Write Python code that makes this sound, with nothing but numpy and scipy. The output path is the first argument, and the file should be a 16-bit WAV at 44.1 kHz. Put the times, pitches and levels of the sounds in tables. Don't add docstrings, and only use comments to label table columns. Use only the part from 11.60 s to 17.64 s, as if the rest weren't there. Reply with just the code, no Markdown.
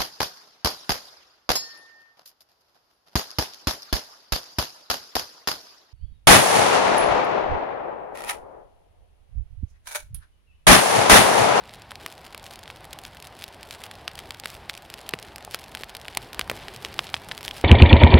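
import sys
import numpy as np
from scipy import signal
from scipy.fft import rfft, irfft
from scipy.io import wavfile
from scipy.ndimage import uniform_filter1d, map_coordinates

SR = 44100
rng = np.random.default_rng(int(sys.argv[2]) if len(sys.argv) > 2 else 0)


def how_loud(loudness_db):
    steps = np.asarray(loudness_db, float) / 20
    return 10 ** steps


def unload_audio(sound):
    columns = np.transpose(np.atleast_2d(sound))
    steps = np.round(np.clip(columns, -1, 1) * 32767)
    wavfile.write(sys.argv[1], SR, steps.astype(np.int16))


N = 266364
LENGTH = 448

# (t/s, level/dB, nominal crack f/Hz, jet gain/dB re crack)
POPS = [(0.0941, -19, 3940, -8), (0.3085, -16, 3750, -4), (0.3179, -13.5, 1820, -1), (0.356, -14, 4730, 0),
        (0.4624, -5.5, 1920, 2.5), (0.7472, -11, 2020, -1.5), (0.778, -25.5, 4930, 15),
        (0.865, -19.5, 2580, 7), (0.958, -25.5, 4260, 11.5), (1.0576, -22, 2430, -12),
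        (1.0778, -17, 2660, -3), (1.1015, -12.5, 2100, -12), (1.3306, -21, 4700, 17.5),
        (1.3886, -17.5, 3030, 8), (1.4516, -12.5, 3780, -0.5), (1.5701, -20.5, 3080, 0),
        (1.601, -31, 5350, 19), (1.6247, -22.5, 2470, 12), (1.671, -28.5, 2610, 18),
        (1.8223, -14.5, 2950, -2), (1.84, -22, 4750, 22.5), (2.0306, -18, 3670, 6),
        (2.1093, -12, 5030, 3.5), (2.2383, -13.5, 3120, 6), (2.266, -19.5, 1720, 4),
        (2.313, -15, 2380, 4.5), (2.479, -2, 3000, -4), (2.5546, -23.5, 4890, 12), (2.579, -18, 2350, -13),
        (2.5905, -11, 3330, 3.5), (2.7074, -8, 4000, 0), (2.7463, -18.5, 3040, 4), (2.799, -26, 3500, 20),
        (2.837, -13.5, 2750, -27), (2.8576, -3.5, 2120, 1), (2.902, -25, 3250, 16.5),
        (2.9509, -21, 3010, 4), (3.0971, -2, 3070, -3), (3.1398, -18, 2970, -1), (3.1515, -17.5, 2960, 4),
        (3.3011, -18, 2560, 8), (3.3402, -12.5, 3200, 4.5), (3.414, -35, 1770, 20.5),
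        (3.4914, -14, 3040, 16.5), (3.5372, 1.5, 1930, -10), (3.589, -13.5, 4900, -8),
        (3.6272, -19.5, 4700, 9), (3.76, -18.5, 2540, 12), (3.7823, -17, 1710, 6), (3.8493, -26, 2740, 20),
        (3.9109, -30.5, 2680, 21), (3.9455, -2, 2060, 6), (4.1501, -7, 2530, 5.5), (4.1723, -13, 2720, -3),
        (4.2353, -6.5, 2390, -5.5), (4.295, -18.5, 3180, 4), (4.3507, -12.5, 3060, 4),
        (4.368, -27, 3760, 21), (4.4533, -16, 1930, -5), (4.4825, -8, 2570, -2), (4.55, -23, 5170, 13),
        (4.5725, -0.5, 2430, 9), (4.7314, -14.5, 2550, 6), (4.746, -14.5, 2500, 5), (4.7939, 1.5, 2040, 3),
        (4.8124, 0, 3190, -17), (4.877, -18, 1250, 3), (4.8985, 1.5, 2090, -2), (4.9144, -4.5, 1220, 3.5),
        (4.9742, -20, 2300, -2), (5.0833, -10, 2530, -4), (5.1624, -21.5, 5400, 11),
        (5.2595, -18, 3000, -5), (5.2489, -2, 3370, -5.5), (5.3414, -16, 1930, 6), (5.3917, 5.5, 2674, -19),
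        (5.443, -22, 5360, 8), (5.469, -14.5, 4960, -7), (5.4921, -16, 2740, -15), (5.5421, 6, 3230, -41),
        (5.566, -12, 2420, -17), (5.6874, -16.5, 1730, 8), (5.714, -5, 2680, -30), (5.718, -6, 2670, -26),
        (5.7781, -12, 3670, 3.5), (5.8088, -15.5, 1720, 7.5), (5.8302, -17.5, 2450, 9),
        (5.8501, -21.5, 3980, 21), (5.88, -1.5, 3230, -5), (5.9109, -5.5, 3300, -7),
        (6.0132, -22, 4770, 12)]


def unit(x):
    return x / np.sqrt(np.sum(x ** 2, -1, keepdims=True) + 1e-20)


def along(points, hz):
    f, db = np.transpose(points)
    return how_loud(np.interp(np.log(hz + 1), np.log(f + 1), db))


def wobble(rate):
    knots = rng.standard_normal(int(N * rate / SR) + 4)
    return map_coordinates(knots, [np.arange(N) * rate / SR])


def rush(spectrum):
    hz = np.fft.rfftfreq(N, 1 / SR)
    gain = (hz > spectrum[0][0]) * along(spectrum, hz)
    noise = irfft(rfft(rng.standard_normal(N)) * gain, N)
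    return unit(noise) * np.sqrt(N)


def high(x, hz, order=2):
    return signal.sosfilt(signal.butter(order, hz, "high", fs=SR, output="sos"), x)


def blaze():
    # (t/s, level/dB)
    fire_strength = [(0, 1), (4.4, 2), (4.9, 7), (6.04, 5)]
    return np.interp(np.arange(N) / SR, *np.transpose(fire_strength))


def flame():
    # (f/Hz, level/dB)
    flutter_spectrum = [(25, 7.5), (62, 15), (125, 12), (250, 4), (420, -15)]
    blaze_db = blaze()
    flutter = how_loud(-54 + blaze_db + 1.43 * wobble(16)) * rush(flutter_spectrum)
    puff_db = -62 + 1.61 * blaze_db + 3.8 * wobble(16)
    puffs = how_loud(puff_db) * rush([(170, -20.0), (400, -1.5), (600, -24.0)])
    return flutter + puffs


def draught():
    # (f/Hz, level/dB)
    draught_spectrum = [(200, -5), (420, -0.5), (800, 6), (1200, -4), (2000, -24.5)]
    return how_loud(-51 + 0.51 * blaze() + 0.94 * wobble(9)) * rush(draught_spectrum)


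def sap_hiss():
    # (f/Hz, level/dB)
    sap_spectrum = [(700, -11.5), (1500, 1), (4800, -8), (6500, -16), (9000, -50)]
    return how_loud(-56 + 0.77 * blaze() + 1.7 * wobble(30)) * rush(sap_spectrum)


def sap_fizz():
    # (f/Hz, level/dB)
    fizz_spectrum = [(4000, -14), (6500, -5), (16000, -10)]
    # (fast depth/dB, slow depth/dB), each scaling a random curve
    flicker = (5, 3.5)
    fizz_db = -80 + flicker[0] * wobble(70) + flicker[1] * wobble(4.2)
    return how_loud(fizz_db) * rush(fizz_spectrum)


def flurry():
    # (t/s, extra rate/dB)
    flurry_times = [(0.1, 12), (0.5, 8.5), (0.93, 15.5), (1.45, 9.5), (1.832, 11.5), (2.198, 14),
                    (2.58, 8.5), (2.9, 16.5), (3.4, 14), (3.97, 18), (4.15, 13), (4.55, 16), (5.03, 15),
                    (5.3, 14), (5.5, 15), (5.95, 15)]
    half_length_s, lull = .08, 1.7
    t = np.arange(0, N + 64, 64) / SR
    rate = lull + sum(how_loud(db) * np.exp(-((t - s) / half_length_s) ** 2) for s, db in flurry_times)
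    return np.interp(np.arange(N) / SR, t, rate)


def droplets():
    # (f/Hz, level/dB)
    spark_spectrum = [(1500, -1.5), (3500, 2), (7000, -6), (16000, -16)]
    per_second, decay_s = 50, .0006
    chance, size = rng.random((2, N))
    starts = chance < per_second / SR * flurry() * how_loud(7 * wobble(30))
    spikes = signal.lfilter([1], [1, -np.exp(-1 / (decay_s * SR))], starts * size ** -.4)
    spits = unit(spikes * rush(spark_spectrum)) * np.sqrt(N)
    return how_loud(-60.5 + 0.77 * blaze()) * spits


def swing(hz, cycles):
    turn = np.arange(LENGTH) / SR * hz[:, None]
    onset = 1 - np.exp(-turn / 0.36)
    return unit(-np.sin(2 * np.pi * turn) * np.exp(-turn / cycles) * onset)


def scattered(sound, echo_db, echo_s):
    t = np.arange(LENGTH) / SR
    spikes = rng.standard_normal(sound.shape) ** 3 * np.exp(-t / echo_s) * (t > .0003)
    echo = how_loud(echo_db) * unit(spikes)
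    echo = 1.24 * uniform_filter1d(echo, size=4)
    echo[:, 0] = 1
    return signal.fftconvolve(sound, unit(echo), axes=1)[:, :LENGTH]


def placed(s, db, sound):
    at = np.round(s * SR).astype(int).clip(0)[:, None] + np.arange(LENGTH)
    weighted = how_loud(db)[:, None] * sound
    return np.bincount(at.ravel(), weighted.ravel(), N + LENGTH)[:N]


def bursts(rows, echo_db, echo_s, jet_s, lead_in_db, split_share):
    # (f/Hz, half-width/Hz, largest ringing share 0-1)
    hollow = (3280, 78, 0.53)
    lead = 160
    s, db, hz, jet_db = np.transpose(rows)
    t = np.arange(LENGTH) / SR
    noise, hiss = rng.standard_normal((len(s), 2, LENGTH)).transpose(1, 0, 2)
    split = unit(high(-1. * (np.arange(LENGTH) == 3), hz=2570))
    sputter = unit(high(noise ** 3 * np.exp(-t / jet_s), hz=6260, order=3))
    jet = split_share * split + (1.6 - split_share) * sputter
    crack = unit(high(swing(1.03 * hz, cycles=0.2), hz=1320, order=1))
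    share = hollow[2] / (1 + ((hz - hollow[0]) / hollow[1]) ** 2)[:, None]
    sound = scattered((1 - share) * crack + how_loud(jet_db)[:, None] * jet, echo_db, echo_s)
    sound += share * swing(np.full_like(hz, hollow[0]), cycles=4)
    lead_in = unit(high(hiss * np.exp(t / .0012) * (t < lead / SR), hz=1500))
    return placed(s, db, sound) + placed(s - lead / SR, db + lead_in_db, lead_in)


def crackle(count=1200):
    faintest_db, spread_db, top_db = -41, 7, 16.5
    when, size, pitch, bright, wet = rng.random((count, 5)).T
    spurt_s = .0005 * 7 ** wet[:, None]
    busy = np.cumsum(flurry() * how_loud(6.0 * wobble(35)))
    at = np.interp(when, busy / busy[-1], np.arange(N) / SR)
    db = faintest_db + np.minimum(-spread_db * np.log(size), top_db)
    rows = np.transpose([at, db, 1600 * 3.2 ** pitch, -2 + 14 * bright])
    return bursts(rows, echo_db=-5, echo_s=.0009, jet_s=spurt_s, lead_in_db=-11, split_share=.7)


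def pops():
    return bursts(POPS, echo_db=-8, echo_s=.0018, jet_s=.0008, lead_in_db=-21, split_share=.75)


def aftercracks():
    s, db, hz, _ = np.transpose(POPS)
    wait, size, bright = rng.random((len(s), 3)).T
    at = s + 0.0016 + wait * (0.0051 - 0.0016)
    rows = np.transpose([at, db - 18 - 6 * size, 1.65 * hz, 6 * bright])
    return bursts(rows, echo_db=-3, echo_s=.0009, jet_s=.0012, lead_in_db=-15, split_share=.7)


def knocks():
    # (t/s, level/dB, f/Hz)
    log_knocks = [(0.3166, -17, 824), (0.7471, -19, 593), (2.837, -17, 790), (3.5372, -1, 516),
                  (3.5366, -10, 162), (3.877, -12.5, 806), (3.9455, -13, 1250), (4.2085, -13, 418),
                  (4.5718, -2, 920), (4.7939, -10, 507), (4.8985, -5.5, 960), (4.9144, -6.5, 596),
                  (5.541, -3, 810)]
    s, db, hz = np.transpose(log_knocks)
    notes = high(swing(hz, cycles=.75), hz=110)
    return placed(s, db, scattered(notes, echo_db=-12, echo_s=0.0012))


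def scene():
    bed = flame() + draught() + sap_hiss() + sap_fizz() + droplets()
    fire = bed + crackle() + pops() + aftercracks() + knocks()
    return np.array([fire, fire])


def top_cut(x):
    return signal.sosfilt(signal.butter(12, 16820, fs=SR, output="sos"), x)


def record(dry):
    # (f/Hz, level/dB)
    mic_response = [(3300, 0), (5000, -2.5), (6400, -9.5), (10500, -7), (16000, -15.5), (16500, -48),
                    (16900, -95)]
    # (f/Hz, level/dB re the sum)
    side_spectrum = [(300, -16.5), (2500, -20), (6000, -5.5), (15000, -4)]
    mid = irfft(rfft(dry[0]) * along(mic_response, np.fft.rfftfreq(N, 1 / SR)), N)
    hz, _, z = signal.stft(mid, SR, nperseg=512)
    field, spin = rng.standard_normal(z.shape), rng.random(z.shape)
    field = uniform_filter1d(uniform_filter1d(field, size=24, axis=0), size=5, axis=1)
    gate = np.clip((field / field.std() - .1) * 3, 0, 1)
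    loudness = np.abs(z) / np.median(np.abs(z), axis=1, keepdims=True)
    z = z * (1 + loudness / 8) ** -.4
    z = z * along(side_spectrum, hz)[:, None] * gate * np.exp(2j * np.pi * spin)
    side = signal.istft(z, SR, nperseg=512)[1][:N]
    return top_cut(mid + side * [[1], [-1]])


dry = scene()
out = record(dry)
unload_audio(out)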